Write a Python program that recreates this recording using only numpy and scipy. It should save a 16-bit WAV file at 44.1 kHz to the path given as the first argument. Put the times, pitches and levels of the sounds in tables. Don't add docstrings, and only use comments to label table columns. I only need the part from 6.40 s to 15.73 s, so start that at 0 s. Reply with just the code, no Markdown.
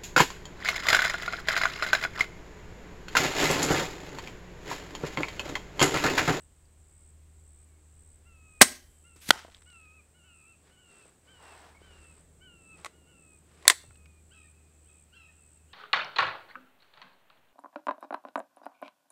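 import sys
import numpy as np
from scipy import signal
from scipy.fft import irfft, next_fast_len
from scipy.io import wavfile

SR = 44100
rng = np.random.default_rng(int(sys.argv[2]) if len(sys.argv) > 2 else 0)


def waveform_to_disk(signal):
    frames = np.transpose(np.atleast_2d(signal))
    scaled = np.clip(frames, -1, 1) * 32767
    samples = np.round(scaled).astype(np.int16)
    wavfile.write(sys.argv[1], SR, samples)


N = 411453
TIME = np.arange(N) / SR
EDGE_HZ = 15800

# (frequency [Hz], relative level [dB])
AIR_COLOUR = [(20, -22), (35, -12), (65, -6), (110, -7), (200, -13), (400, -15.5), (1000, -22.5),
              (2500, -26), (5000, -31.5), (11000, -35), (15500, -36.5)]
# (frequency [Hz], relative level [dB])
CHORUS_COLOUR = [(4500, -42.5), (6000, -18.5), (7000, -12), (7600, -3.5), (8250, -1), (8800, -8.5),
                 (9500, -16), (11500, -34.5)]
# (time [s], level [dB])
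HUM_LEVEL = [(0.0, -63), (0.68, -58), (1.66, -58), (2.31, -63), (3.53, -62), (4.68, -76), (5.06, -65),
             (5.51, -62), (6.86, -68), (7.61, -59), (8.96, -65), (9.33, -62)]
# (multiple [ratio], relative level [dB])
HUM_OVERTONES = [(2, -17.5), (4, -25), (5, -25)]
# (frequency [Hz], relative level [dB])
GUST_COLOUR = [(15, -9.5), (35, 0.5), (60, 0), (100, -8), (250, -25), (1000, -60)]
# (start [s], length [s], level [dB])
BREEZE_PUFFS = [(.1, 1.05, -65), (1.55, .95, -64), (2.9, .3, -66), (5.5, .15, -64), (5.9, .2, -70),
                (7.5, .1, -71)]
PUFF_RISE_S, PUFF_FALL_S, CALM_DB = .13, .14, -84
# (frequency [Hz], relative level [dB])
TRAFFIC_COLOUR = [(80, -11.5), (150, -7), (172, 1), (200, -10), (370, -9.5), (600, -19), (1500, -35),
                  (5000, -65)]
CAR_NEAREST_S, CAR_PASS_S, CAR_DB = 6.4, .8, -64.5

# (frequency [Hz], relative level [dB])
TREES_COLOUR = [(80, -4), (400, -4), (1000, -5.5), (1900, -3), (3000, -3), (6000, -0.5), (9000, 1),
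                (15000, -4)]
# (frequency [Hz], t60 [s])
TREES_T60 = [(80, .45), (400, .33), (2000, .36), (6000, .36), (10000, 0.25), (15000, 0.42)]
# (frequency [Hz], relative level [dB])
TARGET_TREES_COLOUR = [(80, -6.5), (350, -7.5), (700, -1), (1500, -3.5), (4000, -10), (8000, -0.5),
                       (15000, -9)]
# (frequency [Hz], relative level [dB])
FAR_TREES_COLOUR = [(900, -20), (1500, -4), (2200, -4), (2550, -3), (2900, -10), (3500, -14), (6000, -22)]

KATYDID_STOPS = [.06, .715, 1.255, 1.77, 2.3, 2.83, 3.425, 4.135, 4.705, 5.23, 5.82, 6.425, 7.0, 7.585,
                 8.125, 8.65, 9.185]
STROKES_PER_S, PHRASE_S, PHRASE_SWELL_S = 72.8, .33, .15

# (start [s], length [s], frequency [Hz], level [dB])
SHORT_NOTES = [(5.344, 0.02, 2170, -61), (5.364, 0.019, 2230, -58.5), (8.037, 0.036, 1840, -67.5),
               (8.88, 0.033, 1820, -68)]
# (start [s], length [s], top pitch [Hz], closing pitch [Hz], level [dB], late lift [Hz], mid-call sag [dB])
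HAWK_SCREAMS = [(.44, .25, 2270, 2140, -85, 0, 3), (1.17, .25, 2500, 2150, -83, 0, 0),
                (1.839, .51, 2774, 2440, -66, 0, -3), (2.633, .3, 2825, 2500, -66.5, 0, 7),
                (3.248, .37, 2950, 2390, -61.5, 170, -1), (3.732, .35, 2940, 2425, -69.5, 0, 0),
                (3.822, .34, 3000, 2467, -63.5, 190, 3.5), (4.296, .25, 3016, 2687, -71, 0, 1),
                (4.358, .3, 3000, 2626, -67.5, 0, -4), (4.866, .29, 3135, 2647, -62, 0, 5),
                (5.408, .33, 3100, 2605, -64.5, 0, 1), (6, .375, 3060, 2540, -59.5, 50, 9),
                (6.517, .3, 2910, 2670, -74.5, 0, -1.5), (6.653, .34, 2950, 2470, -70, 0, -4),
                (7.373, .45, 2820, 2420, -74, 0, -2)]
LEAP_S, LEAP_SHARE, SINK_S, DROP_S, DROP_SHARE = .042, .11, .06, .019, .06
LIFT_LEAD_S, LIFT_WIDTH_S, HALF_PARTIAL_DB = .055, .044, -4.5
# (start [s], level [dB], pitch at the break, sagging afterwards [Hz])
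HAWK_YELPS = [(7.9, -61, 2620), (8.445, -68.5, 2600), (8.716, -58.5, 2740), (9.275, -69, 2740)]
YELP_S, BREAK_S, CLIMB_HZ_PER_S, BREAK_TOP_HZ = .2, .045, 16000, 3350
SAG_HZ_PER_S, YELP_FADE_DB_PER_S = 1600, 70

# (frequency [Hz], relative level [dB])
RUB_COLOUR = [(150, -18.5), (400, 3), (850, -5), (1400, -3), (2500, -7), (5000, -14), (10000, -23.5),
              (15000, -48)]
# (start [s], length [s], level [dB])
SOFT_RUBS = [(4.27, .03, -66), (4.52, .17, -64.5), (4.88, .1, -68), (5.03, .26, -61), (5.44, .2, -63),
             (5.7, .1, -68), (6.39, .08, -62), (7.1, .1, -67), (7.24, .04, -58)]
RUB_RISE_S, RUB_FALL_S = .05, .05
# (frequency [Hz], relative level [dB])
PLANK_COLOUR = [(250, -20), (550, -11), (690, -3), (790, -2.5), (930, -0.5), (1150, -6.5), (1550, -7.5),
                (2300, -15), (4300, -20.5), (5300, -22), (6500, -29), (15000, -37)]
# (start [s], length [s], level [dB])
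FOREARM_SWEEP = (5.04, .18, -55.5)
# (time [s], level [dB], frequency [Hz], t60 [s])
HAND_KNOCKS = [(.255, -62.5, 4600, .03), (4.655, -50, 480, .04), (5.417, -45.5, 395, .025),
               (7.438, -49, 600, .04), (7.48, -46.5, 98.8, .15), (7.508, -50.5, 1395, 0.026),
               (7.556, -50, 2750, 0.018), (7.658, -49, 2250, 0.021)]

# (frequency [Hz], relative level [dB])
LEAVES_COLOUR = [(200, -24), (800, -6.5), (1400, -1), (2200, -2), (4000, -4.5), (7000, -13), (14000, -32)]
# (start [s], length [s], level [dB], fall [s], density [crumbs/s])
CRUMB_SHOWERS = [(2.978, .015, -50, .04, 4000), (3.07, .11, -65, .17, 300)]
# (time [s], level [dB], frequency [Hz], t60 [s])
FALLING_CHIPS = [(2.957, -29.5, 660, 0.019), (3.048, -36, 670, .022), (3.082, -42.5, 680, 0.044),
                 (3.147, -41.5, 3633, 0.017)]
# (frequency [Hz], relative level [dB])
WAKE_COLOUR = [(100, -5.5), (800, -9), (2000, 0.5), (4500, -0.5), (9000, -2.5), (14000, -6), (16000, -16.5)]
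PASS_S, HIT_S, HISS_LEAD_S = 2.8915, 2.9062, .072
PELLET_M_PER_S, MISS_M, WAKE_DB, TRAIL_DB, TRAIL_FALL_S = 200, .35, -30, -54.5, .04
REPORT_S, REPORT_DB, REPORT_T60_S = 2.7595, -58, .22
# (frequency [Hz], relative level [dB], t60 [s])
BOARD_MODES = [(130.8, -33, 0.046), (529, -6.5, 0.015), (1480, 0.5, 0.012), (2283, -7.5, 0.024),
               (3420, 1, 0.011), (4340, 1.5, .013)]
# (frequency [Hz], relative level [dB])
SMACK_COLOUR = [(80, -12), (600, 0.5), (1400, 2), (4200, 0.5), (6000, -7.5), (9000, -13.5), (15000, -24.5)]

# (frequency [Hz], relative level [dB], t60 [s])
MUZZLE_MODES = [(268, -13, .05), (624, -8, .03), (830, -5, 0.0077), (1130, -7, .028), (1580, -5, .024),
                (2033, -0.5, 0.016)]
# (frequency [Hz], relative level [dB])
JET_COLOUR = [(30, -35.5), (90, -8.5), (240, 1), (380, -0.5), (480, -7.5), (620, -2.5), (820, -6.5),
              (1400, 0), (2200, -3), (2700, -4), (3600, -2), (5000, -3.5), (8200, -1), (15500, -17)]
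# (frequency [Hz], relative level [dB], t60 [s])
STEEL_MODES = [(1050, -2.5, 0.11), (1814, -2.5, 0.12), (2030, -3, .1), (3300, -6.5, .08),
               (5140, -5.5, 0.092), (7060, -4, .1), (7617, -3.5, .16), (8800, -3, .14), (8460, -0.5, .12),
               (9243, 0, .11)]
# (frequency [Hz], relative level [dB], t60 [s])
SPRING_MODES = [(251.7, 15.5, .45), (355, 13, .45), (599.4, 9.5, .45), (1866.6, 0, .45), (3112, -6.5, 1.5),
                (5749, -8.5, .9), (10060, -5.5, 1.7), (11890, -11, 1.3), (13320, -9.5, 1.6)]
# (time [s], level [dB], t60 of the crack [s], brightness [dB/octave])
ACTION_BLOWS = [(2.209, -27, .03, -2), (6.447, -30, .013, -2), (6.4577, -40, .05, -2),
                (6.4623, -34, .014, -4.5), (7.226, -52, .027, -1.5), (7.2534, -35, .041, -7),
                (7.2705, -37, .07, -6), (7.2792, 3.3, .013, 1.9), (7.2996, -10.5, .038, -1.4)]
# (frequency [Hz], relative level [dB])
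CRACK_COLOUR = [(40, -45), (180, -28.5), (420, -10), (780, -10.5), (1050, -1), (1400, -9), (2050, 3),
                (2850, -8.5), (3500, -3.5), (5800, -8), (7800, -1), (10000, -12), (15000, -25)]
STOCK_HZ, STOCK_T60_S, STOCK_LOUDEST_DB = 1120, .023, -33
STEEL_RING_DB = -34.5
RATTLE_DELAY_S, RATTLE_DB, RATTLE_T60_S = .016, -29.5, .06


def amp(db):
    return 10 ** (np.asarray(db) / 20)


def unit(x):
    return x / np.sqrt(np.mean(x ** 2) + 1e-20)


def read(points, hz):
    f, value = np.transpose(points)
    return np.interp(np.log(hz + 1), np.log(f), value)


def follow(rows):
    s, db = np.transpose(rows)
    return amp(np.interp(TIME, s, db))


def add(mix, s, sound):
    start = round(s * SR)
    sound = sound[max(-start, 0):]
    part = mix[max(start, 0):][:len(sound)]
    part += sound[:len(part)]


def noise(spectrum, size, tilt_db=0):
    count = next_fast_len(size)
    hz = np.fft.rfftfreq(count, 1 / SR)
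    octaves = np.log2(np.maximum(hz, 200) / 1000)
    gain = amp(read(spectrum, hz) + tilt_db * octaves)
    phases = np.exp(2j * np.pi * rng.random(len(hz)))
    return unit(irfft(gain * phases, count)[:size])


def wander(size, per_s):
    at = np.arange(size) * per_s / SR
    return np.interp(at, np.arange(4096), rng.standard_normal(4096))


def fade(t60, size):
    return np.exp(-np.log(1000) * np.arange(size) / SR / t60)


def ring(modes, size=SR // 2):
    t = np.arange(size) / SR
    out = np.zeros(size)
    for k, (hz, db, t60) in enumerate(modes):
        out += (-1) ** k * amp(db) * fade(t60, size) * np.sin(2 * np.pi * hz * t)
    return out


def burst(spectrum, t60, tilt_db=0):
    return noise(spectrum, size=4096, tilt_db=tilt_db) * fade(t60, size=4096)


def swell(start, length, db, rise_s, fall_s):
    before = np.maximum(start - TIME, 0)
    after = np.maximum(TIME - start - length, 0)
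    return amp(db) * np.exp(-before / rise_s - after / fall_s)


def swells(rows, rise_s, fall_s):
    return np.sqrt(sum(swell(*row, rise_s, fall_s) ** 2 for row in rows))


def radiate(x, corner_hz):
    return signal.sosfilt(signal.butter(2, corner_hz, "highpass", fs=SR, output="sos"), x)


def woods(x, colour, build_s):
    echoes = rng.standard_normal(SR) * (rng.random(SR) < .15)
    hz, t, bands = signal.stft(echoes, SR, nperseg=256)
    decay = np.exp(-np.log(1000) * t / read(TREES_T60, hz)[:, None])
    bands = bands * amp(read(colour, hz))[:, None] * decay
    build = 1 - np.exp(-(np.arange(SR) / SR / build_s) ** 2)
    tail = signal.istft(bands, SR, nperseg=256)[1][:SR] * build
    return signal.fftconvolve(x, tail / np.linalg.norm(tail))[:N]


def taps(rows):
    out = np.zeros(N)
    for s, db, hz, t60 in rows:
        puff_colour = [(hz / 4, -14), (hz, 0), (hz * 2, -12), (hz * 4, -32), (hz * 16, -65)]
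        puff = burst(puff_colour, t60)
        add(out, s, amp(db) * (0.74 * ring([(hz, 0, t60)], size=4096) + .5 * puff))
    return out


def still_air():
    return amp(-68) * noise(AIR_COLOUR, N)


def insect_chorus():
    return amp(-70.0 + .5 * wander(N, per_s=11)) * noise(CHORUS_COLOUR, N)


def breeze():
    return (amp(CALM_DB) + swells(BREEZE_PUFFS, PUFF_RISE_S, PUFF_FALL_S)) * noise(GUST_COLOUR, N)


def far_vehicle():
    distance = np.hypot(1, (TIME - CAR_NEAREST_S) / CAR_PASS_S)
    return amp(CAR_DB) / distance * noise(TRAFFIC_COLOUR, N)


def engine(hum_hz=76.9):
    turns = np.cumsum(hum_hz * (1 + .012 * wander(N, per_s=12))) / SR
    hum = np.sin(2 * np.pi * turns)
    for multiple, db in HUM_OVERTONES:
        hum += amp(db) * np.sin(2 * np.pi * round(multiple) * turns)
    return hum * follow(HUM_LEVEL) * amp(3 + 1.3 * wander(N, per_s=12))


def katydid(top_hz=8650, fall_hz=1500, duty=0.55):
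    out = np.zeros(N)
    t = np.arange(0, PHRASE_S, 1 / SR)
    stroke = np.minimum((t - t[-1]) * STROKES_PER_S % 1 / duty, 1)
    effort = np.minimum(t / PHRASE_SWELL_S, 1)
    for end in KATYDID_STOPS:
        hz = top_hz - fall_hz * stroke ** 1.2 - 650 * (1 - effort) + 70 * wander(len(t), per_s=2000)
        level_db = -56.0 - 12.5 * (1 - effort) + .7 * wander(len(t), per_s=70)
        press = np.sin(np.pi * stroke ** .7) * amp(level_db)
        add(out, end - PHRASE_S, press * np.sin(2 * np.pi * np.cumsum(hz) / SR))
    return out + amp(-16) * woods(out, TREES_COLOUR, build_s=.01)


def short_notes():
    out = np.zeros(N)
    for s, length, hz, db in SHORT_NOTES:
        t = np.arange(0, length, 1 / SR)
        add(out, s, amp(db + 2.5) * np.sin(np.pi * t / length) * np.sin(2 * np.pi * hz * t))
    return out + amp(-11) * woods(out, TREES_COLOUR, build_s=.02)


def cry(hz, partials, rough):
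    jitter = rough * wander(len(hz), per_s=420) + .004 * wander(len(hz), per_s=53)
    turns = np.cumsum(hz * (1 + jitter)) / SR
    return np.sqrt(2) * sum(amp(db) * np.sin(2 * np.pi * ratio * turns) for ratio, db in partials)


def screams():
    out = np.zeros(N)
    for s, length, top_hz, end_hz, db, lift_hz, sag_db in HAWK_SCREAMS:
        t = np.arange(0, length, 1 / SR)
        since_top = np.maximum(t - LEAP_S, 0)
        height = 0.63 * np.exp(-since_top / SINK_S) + .45 * (1 - since_top / (length - LEAP_S))
        leap = 1 - LEAP_SHARE * np.maximum(1 - t / 0.052, 0) ** 2
        lift = lift_hz * np.exp(-((length - t - LIFT_LEAD_S) / LIFT_WIDTH_S) ** 2)
        drop = 1 - DROP_SHARE * np.exp((t - length) / DROP_S)
        hz = (end_hz + (top_hz - end_hz) * height + lift) * leap * drop
        strain_db = 10 * (height - 1)
        partials = [(1 / 2, HALF_PARTIAL_DB + .7 * strain_db), (3 / 4, -14 + 4 * strain_db),
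                    (1, -2 * height), (3 / 2, -30)]
        sag = sag_db * np.exp(-((t / length - .55) / .19) ** 2)
        loudness = amp(db - sag + 1.8 * wander(len(t), per_s=25)) * signal.windows.tukey(len(t), .14)
        add(out, s, loudness * cry(hz, partials, rough=.007))
    return out + amp(-11) * woods(out, TREES_COLOUR, build_s=.02)


def yelps():
    out = np.zeros(N)
    t = np.arange(0, YELP_S, 1 / SR)
    since_break = t - BREAK_S
    broken = .5 + .5 * np.tanh(since_break / .008)
    upper = [(3 / 4, -22), (1, 0), (5 / 4, -23), (3 / 2, -17), (2, -24)]
    climb_hz = BREAK_TOP_HZ - CLIMB_HZ_PER_S * abs(since_break)
    for s, db, broken_hz in HAWK_YELPS:
        climb = cry(climb_hz, [(1 / 2, -4)] + upper, rough=.022)
        sink = cry(broken_hz - SAG_HZ_PER_S * since_break, [(1 / 2, -11)] + upper, rough=.022)
        voice = amp(-3.5) * np.sqrt(1 - broken) * climb
        voice += amp(2.5 - YELP_FADE_DB_PER_S * since_break) * np.sqrt(broken) * sink
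        loudness = amp(db + 2.8 * wander(len(t), per_s=92.6)) * signal.windows.tukey(len(t), .2)
        add(out, s, voice * loudness)
    far = woods(out, FAR_TREES_COLOUR, build_s=0.033)
    out = amp(-2) * out + amp(-6) * woods(out, TREES_COLOUR, build_s=0.018)
    for delay_s, db in [(.15, -24.5), (.33, -30)]:
        add(out, delay_s, amp(db) * far)
    return out


def shooter():
    rubs = noise(RUB_COLOUR, N) * swells(SOFT_RUBS, RUB_RISE_S, RUB_FALL_S)
    forearm = noise(PLANK_COLOUR, N) * swell(*FOREARM_SWEEP, rise_s=.045, fall_s=.11)
    return (rubs + forearm) * amp(1.3 * wander(N, per_s=94)) + taps(HAND_KNOCKS)


def debris(tick_t60=.008):
    power = np.zeros(N)
    for start, length, db, fall_s, crumbs_per_s in CRUMB_SHOWERS:
        crumbs = rng.exponential(1, N) * (rng.random(N) < crumbs_per_s / SR)
        ticks = abs(signal.oaconvolve(crumbs, fade(tick_t60, size=1024) ** 2)[:N])
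        power += ticks / ticks.mean() * swell(start, length, db, rise_s=.014, fall_s=fall_s) ** 2
    return noise(LEAVES_COLOUR, N) * np.sqrt(power)


def wake():
    distance_m = np.hypot(MISS_M, PELLET_M_PER_S * (TIME - PASS_S))
    flight = (PASS_S - HISS_LEAD_S, HIT_S - PASS_S + HISS_LEAD_S)
    near = swell(*flight, WAKE_DB, rise_s=.008, fall_s=.004) * MISS_M / distance_m
    trail = swell(*flight, TRAIL_DB, rise_s=.008, fall_s=TRAIL_FALL_S)
    return noise(WAKE_COLOUR, N) * np.hypot(near, trail)


def pellet():
    smack, board = np.zeros((2, N))
    report = taps([(REPORT_S, -44.5, 280, .029)])
    add(report, REPORT_S, amp(REPORT_DB) * burst(JET_COLOUR, REPORT_T60_S, tilt_db=-1.5))
    add(board, 2.8905, amp(-21) * ring([(210, 0.0018, .016)]))
    for delay_s, db in [(0, 0), (.0015, -1.8)]:
        add(board, HIT_S + delay_s, amp(db - 8.5) * ring(BOARD_MODES))
        add(smack, HIT_S + delay_s, amp(db - 1) * burst(SMACK_COLOUR, t60=.008))
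    echoes = amp(-26) * woods(smack, TARGET_TREES_COLOUR, build_s=0.015)
    return report + wake() + smack + board + echoes + taps(FALLING_CHIPS)


def muzzle():
    shot = np.zeros(N)
    add(shot, 2.213, amp(2) * ring(MUZZLE_MODES))
    add(shot, 2.2126, amp(-16) * burst(JET_COLOUR, t60=.05))
    add(shot, 2.2159, amp(2.5) * burst(JET_COLOUR, t60=.045))
    add(shot, 2.2159, amp(-24) * ring(STEEL_MODES))
    return shot


def hammer_and_lever():
    action = np.zeros(N)
    for s, db, t60, tilt_db in ACTION_BLOWS:
        add(action, s, amp(db) * burst(CRACK_COLOUR, t60, tilt_db))
        add(action, s, amp(db + STEEL_RING_DB) * ring(STEEL_MODES))
        action += taps([(s, min(db - 2, STOCK_LOUDEST_DB), STOCK_HZ, STOCK_T60_S)])
    latch_s = ACTION_BLOWS[-1][0]
    rattle = amp(RATTLE_DB) * burst(CRACK_COLOUR, RATTLE_T60_S, tilt_db=-2.5)
    add(action, latch_s + RATTLE_DELAY_S, rattle)
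    return radiate(action, corner_hz=410)


def rifle():
    shot, action = muzzle(), hammer_and_lever()
    echoes = woods(amp(-22) * shot + amp(-26.5) * action, TREES_COLOUR, build_s=.008)
    add(shot, 2.2159, amp(-59) * ring(SPRING_MODES) * signal.windows.tukey(SR // 2, .3))
    return shot + action + echoes


def scene():
    background = still_air() + insect_chorus() + breeze() + far_vehicle() + engine()
    wildlife = katydid() + short_notes() + screams() + yelps()
    blows = radiate(rifle() + pellet(), corner_hz=110.6)
    return (background + wildlife + shooter() + debris() + blows)[None]


def record(dry):
    clipped = np.clip(dry, -1, 1)
    lowpass = signal.firwin(511, EDGE_HZ, window=("kaiser", 9), fs=SR)[None]
    return signal.oaconvolve(clipped, lowpass, "same")


dry = scene()
out = record(dry)
waveform_to_disk(out)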